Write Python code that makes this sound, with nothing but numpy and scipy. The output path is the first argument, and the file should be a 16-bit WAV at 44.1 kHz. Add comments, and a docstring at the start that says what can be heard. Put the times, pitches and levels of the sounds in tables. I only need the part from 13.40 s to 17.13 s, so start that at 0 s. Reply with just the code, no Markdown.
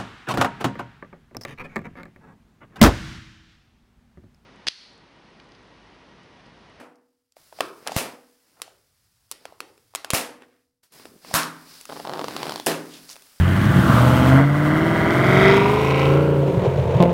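"""A throbbing V8 and a rush of tyres come up alongside: a sports car overtakes at night and pulls away.
The microphone rides at the open window of a moving car. The V8's uneven cylinders throb, bark and rasp
through the exhaust as the revs climb; the driver lifts, the pipes burble, and the engine catches again
with a bang in the next gear. Tyres hiss past over a low road rumble."""
import sys
import numpy as np
from scipy import signal
from scipy.fft import rfft, irfft, next_fast_len
from scipy.io import wavfile
from scipy.ndimage import map_coordinates

SR = 44100
rng = np.random.default_rng(int(sys.argv[2]) if len(sys.argv) > 2 else 0)


def wrap_up_sound(samples):
    """Save the sound to the file named by the first command line argument, as 16-bit audio."""
    columns = np.atleast_2d(samples).T
    # keep every value between -1 and 1, then stretch to whole-number steps
    tamed = np.clip(columns, -1, 1)
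    steps = np.round(tamed * 32767).astype(np.int16)
    wavfile.write(sys.argv[1], SR, steps)


N = 164493
TIME = np.arange(N) / SR

# engine speed (time [s], firing rate [Hz])
ENGINE_SPEED = [(0, 85), (.2, 100), (.4, 107), (.55, 117), (.66, 126), (.85, 127.6), (1.08, 144.1),
                (1.3, 152), (1.49, 165), (1.63, 162), (1.77, 175.3), (1.91, 186.5), (2.24, 201.4),
                (2.42, 215.8), (2.7, 224), (2.82, 232), (2.95, 230), (3.15, 221)]
# the eight cylinders in firing order (strength [dB], lateness at the tailpipe [ms])
CYLINDERS = [(2.5, -0.048), (-7, 0.29), (1.5, 0.099), (1.5, 0.59), (5, 0.34), (-3.5, -0.13), (-3.5, 0.49),
             (7.5, -0.2)]


def firings(phase, jitter_ms=.015, scatter_db=1.0):
    """Each cylinder in turn fires an uneven exhaust pulse: its time [s], lateness [s] and size."""
    count = np.arange(1, int(phase[-1]))
    strength_db, late_ms = np.array(CYLINDERS)[count % len(CYLINDERS)].T
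    late = (late_ms + jitter_ms * rng.standard_normal(len(count))) / 1000
    sizes = amp(strength_db + scatter_db * rng.standard_normal(len(count)))
    return np.interp(count, phase, TIME), late, sizes


def roar(phase, times, sizes):
    """Growl, pulses and their turbulence bark and rasp in the pipes; the strongest pulses crackle."""
    # each register at the microphone (time [s], level [dB])
    bark_level = [(0, -37), (.3, -30), (.6, -21.5), (1.0, -20.5), (1.05, -32), (1.32, -24.5), (1.45, -25.5),
                  (1.8, -21.5), (2.07, -17), (2.45, -24.5), (2.7, -23), (2.95, -31), (3.15, -47)]
    rasp_level = [(0, -38.5), (.5, -42), (.8, -32), (1, -34.5), (1.12, -42.5), (1.35, -35.5), (1.78, -32),
                  (2.07, -20.5), (2.35, -32.5), (2.62, -28), (2.95, -46), (3.2, -89)]
    crackle_level = [(0, -46.5), (.9, -52), (1.1, -58), (1.75, -49.5), (2.0, -36), (2.13, -36.5),
                     (2.28, -46.5), (2.5, -42.5), (2.67, -47), (2.95, -68), (3.2, -68)]
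    # the crackle's spectrum (frequency [Hz], gain [dB])
    crackle_colour = [(1500, -23), (3300, -2), (4300, -3.5), (5200, -7.5), (6500, -12), (9000, -21),
                      (15000, -37)]
    # inverted tailpipe echo; as it shortens, the rasp's resonances climb (time [s], delay [ms])
    pipe_echo = [(0, 0.82), (1.098, 0.78), (1.5, 0.83), (1.799, 0.74), (2.05, 0.71), (2.25, 0.663),
                 (2.45, .63), (2.9, 0.56)]
    train = pulses(times, sizes)
    gas = unit(train) + amp(2) * growl(phase)
    turbulence = puffs(train, decay_ms=2.5)
    bark = band(tailpipes(gas + amp(-11) * turbulence), lo_hz=370, hi_hz=1800)
    rasp = tailpipes(gas + amp(-2) * turbulence)
    rasp = band(echoed(rasp, pipe_echo, gain=-.42), lo_hz=1700, hi_hz=5500)
    spikes = pulses(times, sizes * amp(3 * rng.standard_normal(len(times))))
    crackle = coloured(puffs(spikes, decay_ms=1.2), crackle_colour)
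    crackle = unit(echoed(crackle, pipe_echo, gain=-.21))
    return fader(bark_level) * bark + fader(rasp_level) * rasp + fader(crackle_level) * crackle


def growl(phase, size=1024, swell=.7):
    """Waves criss-crossing the pipes repeat every engine cycle, drift, and swell with each firing."""
    patterns = irfft(np.exp(2j * np.pi * rng.random((2, size // 2 + 1))))
    position = phase / len(CYLINDERS) * size % size
    first, second = (map_coordinates(p, [position], mode='grid-wrap') for p in patterns)
    drift = 0.64 * wobble(per_s=2.5)
    waves = np.cos(drift) * first + np.sin(drift) * second
    return unit(waves * (1 + swell * np.cos(2 * np.pi * phase)))


def tailpipes(x, beside_s=0.93, behind_s=2.145, crossfade_s=0.17):
    """As the car passes, the microphone hears its pipes from ahead, then beside, then behind."""
    # the pipes' tone from each side (frequency [Hz], gain [dB])
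    ahead = [(380, 4), (455, -6), (540, 5), (660, 6), (760, -1), (840, 6.5), (980, -4), (1100, 2),
             (1500, -7), (1800, -12), (2100, -6), (2450, -5), (3100, -8), (4500, -34)]
    beside = [(400, 0), (480, 1), (590, 8.5), (700, 8), (780, 2), (880, 3), (1000, -1), (1300, 1),
              (1550, -1), (1780, -7), (2050, 0), (2500, -11), (3300, -12), (4500, -24)]
    behind = [(400, 2), (550, 3), (720, 1), (820, 4), (930, 3.5), (1200, -2), (1450, -6), (1750, -14),
              (2300, -7), (3100, -9), (4500, -27)]
    reached, passed = (np.clip((TIME - s) / crossfade_s + .5, 0, 1) for s in (beside_s, behind_s))
    return ((1 - reached) * coloured(x, ahead)
            + (reached - passed) * coloured(x, beside)
            + passed * coloured(x, behind))


def drone(phase):
    """The firing note, its octave, and the cylinder banks' boom sweeping through the pipe resonances."""
    # each part at the microphone (time [s], level [dB])
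    note_level = [(0, -13.5), (.2, -22.5), (.4, -20.5), (.65, -13), (.82, -19.5), (.95, -9), (1.08, -16),
                  (1.3, -20.5), (1.58, -30), (2.03, -19.5), (2.37, -30.5), (2.55, -38), (3.1, -54)]
    octave_level = [(0, -25), (.3, -28), (.75, -22.5), (.97, -15.5), (1.1, -28), (1.3, -19.5), (1.83, -29),
                    (2.07, -13), (2.35, -21), (2.64, -24.5), (2.9, -26), (3.2, -42)]
    boom_level = [(0, -41.5), (.5, -37), (.93, -36), (1.1, -45), (1.4, -37.5), (1.75, -36.5), (2.07, -35),
                  (2.4, -38), (2.78, -33.5), (3.1, -38), (3.3, -53)]
    # partials of the boom (frequency [multiples of the engine cycle rate], level [dB])
    bank_orders = [(3, -3.5), (4, -7), (5, 5.5), (6, 3.5), (7, -5.5), (9, -4.5), (10, 3), (11, 3.5),
                   (12, 0), (13, 1.5), (14, 6.5), (15, -3), (17, -2.2), (18, -4.5), (19, 5), (20, -0.5)]
    # pipe resonances (frequency [Hz], gain [dB])
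    bank_colour = [(45, -4), (65, -8), (82, 7), (100, -4.5), (125, 3), (142, 12.5), (165, -6), (190, 8),
                   (225, -1), (250, 2.5), (285, -2), (310, 4.5), (350, -4), (395, 3.5), (440, -5),
                   (480, -5), (540, 3), (600, 1)]

    def partial(multiple, waver_db):
        tone = np.sqrt(2) * np.sin(2 * np.pi * (multiple * phase + rng.random()))
        return tone * amp(waver_db * wobble(per_s=16))

    firing_hz = curve(ENGINE_SPEED)
    boom = np.zeros(N)
    for order, db in bank_orders:
        multiple = round(order) / len(CYLINDERS)
        boom += amp(db + along(bank_colour, multiple * firing_hz)) * partial(multiple, waver_db=1.5)
    note = fader(note_level) * partial(0.99, waver_db=0.1)
    octave = fader(octave_level) * partial(2, waver_db=1.0)
    return note + octave + fader(boom_level) * boom


def throb(times):
    """Chance differences between firings rumble underneath, most at low revs."""
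    # throb at the microphone (time [s], level [dB])
    level = [(0, -24), (.3, -16), (.51, -15), (.6, -23.5), (.9, -25), (1.15, -30), (1.5, -29.5),
             (2.0, -26.5), (2.4, -34.5), (3.2, -42.5)]
    # its spectrum (frequency [Hz], gain [dB])
    colour = [(30, -42), (55, -18), (76, -14), (100, -6), (130, -2), (180, 0.5), (250, -9), (370, -10.5),
              (450, -26.5), (1200, -58)]
    train = pulses(times, rng.uniform(-0.99, 1, len(times)))
    return fader(level) * unit(cabin(coloured(train, colour)))


def burble(times):
    """With the throttle shut, ragged firings boom and sputter in the pipes."""
    # burble from up the road (time [s], level [dB])
    level = [(2.7, -33.5), (3.0, -29), (3.2, -21.5), (3.45, -23), (3.58, -21.5), (3.73, -24)]
    # low pipe resonances (frequency [Hz], width [Hz], gain [dB])
    pipe_modes = [(84, 6.8, -4.5), (135.8, 12, -1.5), (177.6, 15.4, -6)]
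    # the sputter's spectrum (frequency [Hz], gain [dB])
    sputter_colour = [(200, -39), (285, -26), (365, 1), (520, 2.5), (680, -4.5), (790, -15), (930, -6),
                      (1300, -26), (2200, -23.5), (3800, -31.5), (5000, -42), (7000, -43), (15000, -70)]

    def pipe_gain(hz):
        peaks = [amp(db) * abs(hz * width / (centre ** 2 - hz ** 2 + 1j * hz * width)) ** 2
                 for centre, width, db in pipe_modes]
        return np.linalg.norm(peaks, axis=0)

    ragged_db = 5.3 * np.clip(rng.standard_normal(len(times)), -2, 1.4)
    train = pulses(times, amp(ragged_db))
    sputter = coloured(puffs(train, decay_ms=6), sputter_colour)
    return fader(level) * (unit(shaped(train, pipe_gain)) + amp(-3) * sputter)


def thumps(pitch_hz=129, rise_s=0.0099):
    """Dull low puffs of unburnt fuel during the lift."""
    # thumps in the pipes (time [s], level [dB])
    events = [(3.172, -11), (3.272, -10.5), (3.38, -11), (3.452, -12), (3.549, -7)]
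    starts, levels_db = np.transpose(events)
    age = since(starts[:, None])
    rise = age / rise_s
    envelope = rise * np.exp(1 - rise - (rise / 3) ** 2)
    return -amp(levels_db) @ (envelope * np.sin(2 * np.pi * pitch_hz * age))


def gear_catch(start_s=3.602, firing_hz=174, fall_db_per_s=105):
    """The engine catches hard at lower revs in the next gear: a burst of firings that dies quickly."""
    # the burst's spectrum (frequency [Hz], gain [dB])
    colour = [(70, -14), (170, 5), (350, -2), (530, 3), (720, -4), (1000, -9), (1400, -33), (3000, -31),
              (5000, -66), (15000, -68)]
    age = since(start_s)
    times = np.arange(start_s % (1 / firing_hz), N / SR, 1 / firing_hz)
    train = pulses(times, amp(1.1 * rng.standard_normal(len(times))))
    envelope = amp(-10 - fall_db_per_s * age) * (1 - np.exp(-age / 0.0007))
    note = coloured(train - train.mean(), colour)
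    turbulence = amp(-2) * np.exp(-age / .1) * coloured(puffs(train, decay_ms=5.7), colour)
    return envelope * (note + turbulence)


def afterfire(decay_s=0.0031):
    """Afterfire cracks in the pipes at full throttle and at the gear change."""
    # cracks (time [s], level [dB])
    cracks = [(2.089, -35), (2.113, -19.5), (2.149, -22), (2.17, -19), (2.51, -21), (2.655, -22),
              (3.604, -24), (3.626, -20), (3.637, -25)]
    # their spectrum (frequency [Hz], gain [dB])
    colour = [(500, 4.5), (3500, 2), (6000, -22), (15000, -50)]
    envelope = sum(amp(db) * (TIME > s) * np.exp(-since(s) / decay_s) for s, db in cracks)
    return envelope * noise(colour)


def tyres():
    """The treads roar and hiss as the car draws level with the window and goes by."""
    # tyres and air at the microphone (time [s], level [dB])
    tread_level = [(0, -29), (.2, -25.5), (.42, -26.5), (.58, -22.5), (.75, -36.5), (1.0, -34.5),
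                   (1.4, -35), (2.2, -77)]
    hiss_level = [(0, -42), (.25, -39.5), (.55, -33), (.88, -34), (1.05, -43), (1.5, -41.5), (2.08, -38),
                  (2.25, -41.5), (2.68, -41.5), (2.85, -47), (3.3, -51.5), (3.73, -52)]
    # their spectra (frequency [Hz], gain [dB])
    tread_colour = [(300, -39), (700, -15), (1100, 5.5), (1500, 3.5), (2000, -5), (2600, -19.5),
                    (3300, -15.5), (5000, -30.5)]
    hiss_colour = [(400, 0.5), (3000, 11), (5000, 0.5), (7500, -2.5), (8700, -0.5), (9900, -2.5),
                   (10400, -8), (11300, -3), (15500, -5.5)]
    # bounce off the road, latest when the car is close (time [s], extra delay [ms])
    road_echo = [(0, 0.41), (.35, 0.53), (.6, 0.81), (.85, 0.93), (1.1, 0.88), (1.6, 1), (2.05, 0.9105),
                 (2.45, 0.95), (2.9, 0.61)]
    treads = fader(tread_level) * unit(echoed(noise(tread_colour), road_echo, gain=0.47))
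    flutter_db = 1.15 * wobble(per_s=24.75)
    return treads + amp(curve(hiss_level) + flutter_db) * noise(hiss_colour)


def road_rumble(level_db=-33):
    """The road rumbles, wavering a little, under the car that carries the microphone."""
    # the rumble's spectrum (frequency [Hz], gain [dB])
    colour = [(20, -37), (45, -9), (80, -1.5), (130, -1.5), (250, -14.5), (900, -15), (2500, -30),
              (8000, -66)]
    return amp(level_db + 1.9 * wobble(per_s=6.2)) * noise(colour)


def cabin(x, wet_db=-8):
    """Short reflections inside the car, close around the microphone."""
    # cabin reverberation (frequency [Hz], time to fall 60 dB [s])
    decay = [(100, 0.12), (1000, 0.11), (8000, 0.027)]
    hz, age, spectrum = signal.stft(rng.standard_normal(SR // 4), SR, nperseg=256)
    tail = signal.istft(spectrum * amp(-60 * age / along(decay, hz)[:, None]), SR, nperseg=256)[1]
    reflections = signal.fftconvolve(x, tail / np.linalg.norm(tail))[:N]
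    return (x + amp(wet_db) * reflections) / np.hypot(1, amp(wet_db))


def echoed(x, delay_rows, gain):
    """A short echo combs the sound; the teeth glide as the car moves."""
    delayed = np.arange(N) - curve(delay_rows) * SR / 1000
    return x + gain * map_coordinates(x, [delayed], order=3)


def pulses(times, sizes):
    """Impulses, each shared between its two nearest samples."""
    at = np.clip(times * SR, 0, N)
    i = at.astype(int)
    before = np.bincount(i, sizes * (1 - at + i), N + 2)
    after = np.bincount(i + 1, sizes * (at - i), N + 2)
    return (before + after)[:N]


def puffs(train, decay_ms):
    """A burst of turbulence after each impulse, at rms 1."""
    envelope = signal.lfilter([1], [1, -np.exp(-1000 / (decay_ms * SR))], train)
    return unit(envelope * rng.standard_normal(N))


def shaped(x, gain):
    """Minimum-phase filter with the given gain as a function of Hz."""
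    size = 2 * next_fast_len(N // 2 + SR // 8)
    cepstrum = irfft(np.log(np.maximum(gain(np.fft.rfftfreq(size, 1 / SR)), 1e-6)), size)
    cepstrum[1:size // 2] *= 2
    cepstrum[size // 2 + 1:] = 0
    return irfft(rfft(x, size) * np.exp(rfft(cepstrum)), size)[:N]


def coloured(x, colour):
    """x through a body of (frequency [Hz], gain [dB]) rows, at rms 1."""
    return unit(shaped(x, lambda hz: amp(along(colour, hz))))


def noise(colour):
    """Coloured noise at rms 1."""
    return coloured(rng.standard_normal(N), colour)


def band(x, lo_hz, hi_hz):
    """One register of x, at rms 1."""
    return unit(signal.sosfiltfilt(signal.butter(4, [lo_hz, hi_hz], 'band', fs=SR, output='sos'), x))


def wobble(per_s):
    """A smooth random curve with per_s knots a second."""
    return map_coordinates(rng.standard_normal(int(N * per_s / SR) + 4), [TIME * per_s])


def along(rows, hz):
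    """(frequency [Hz], value) rows read at hz on a log axis."""
    frequencies, values = np.transpose(rows)
    return np.interp(np.log(hz + 1), np.log(frequencies + 1), values)


def curve(rows):
    """(time [s], value) rows as one value per sample."""
    return np.interp(TIME, *np.transpose(rows))


def fader(rows):
    """(time [s], level [dB]) rows as one gain per sample."""
    return amp(curve(rows))


def since(start_s):
    """Seconds since start_s, zero before it."""
    return np.maximum(TIME - start_s, 0)


def amp(db):
    """Decibels to gain."""
    return 10 ** (np.asarray(db) / 20)


def unit(x):
    """Scale to rms 1."""
    return x / np.sqrt(np.mean(x ** 2) + 1e-20)


def scene():
    """Exhaust, tyres and road meet at one microphone in the open window."""
    phase = np.cumsum(curve(ENGINE_SPEED)) / SR  # advances by one per firing
    times, late, sizes = firings(phase)
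    pulling = drone(phase) + throb(times) + cabin(roar(phase, times + late, sizes))
    exhaust = pulling + burble(times) + thumps() + gear_catch() + afterfire()
    return (exhaust + tyres() + road_rumble())[None]


def record(dry, top_hz=15800):
    """Peaks round off near full scale; nothing is kept above top_hz."""
    rounded = dry / (1 + np.abs(dry) ** 8) ** (1 / 8)
    size = next_fast_len(N + SR // 2)
    passband = np.fft.rfftfreq(size, 1 / SR) < top_hz
    return irfft(rfft(rounded, size) * passband, size)[..., :N]


dry = scene()
out = record(dry)
wrap_up_sound(out)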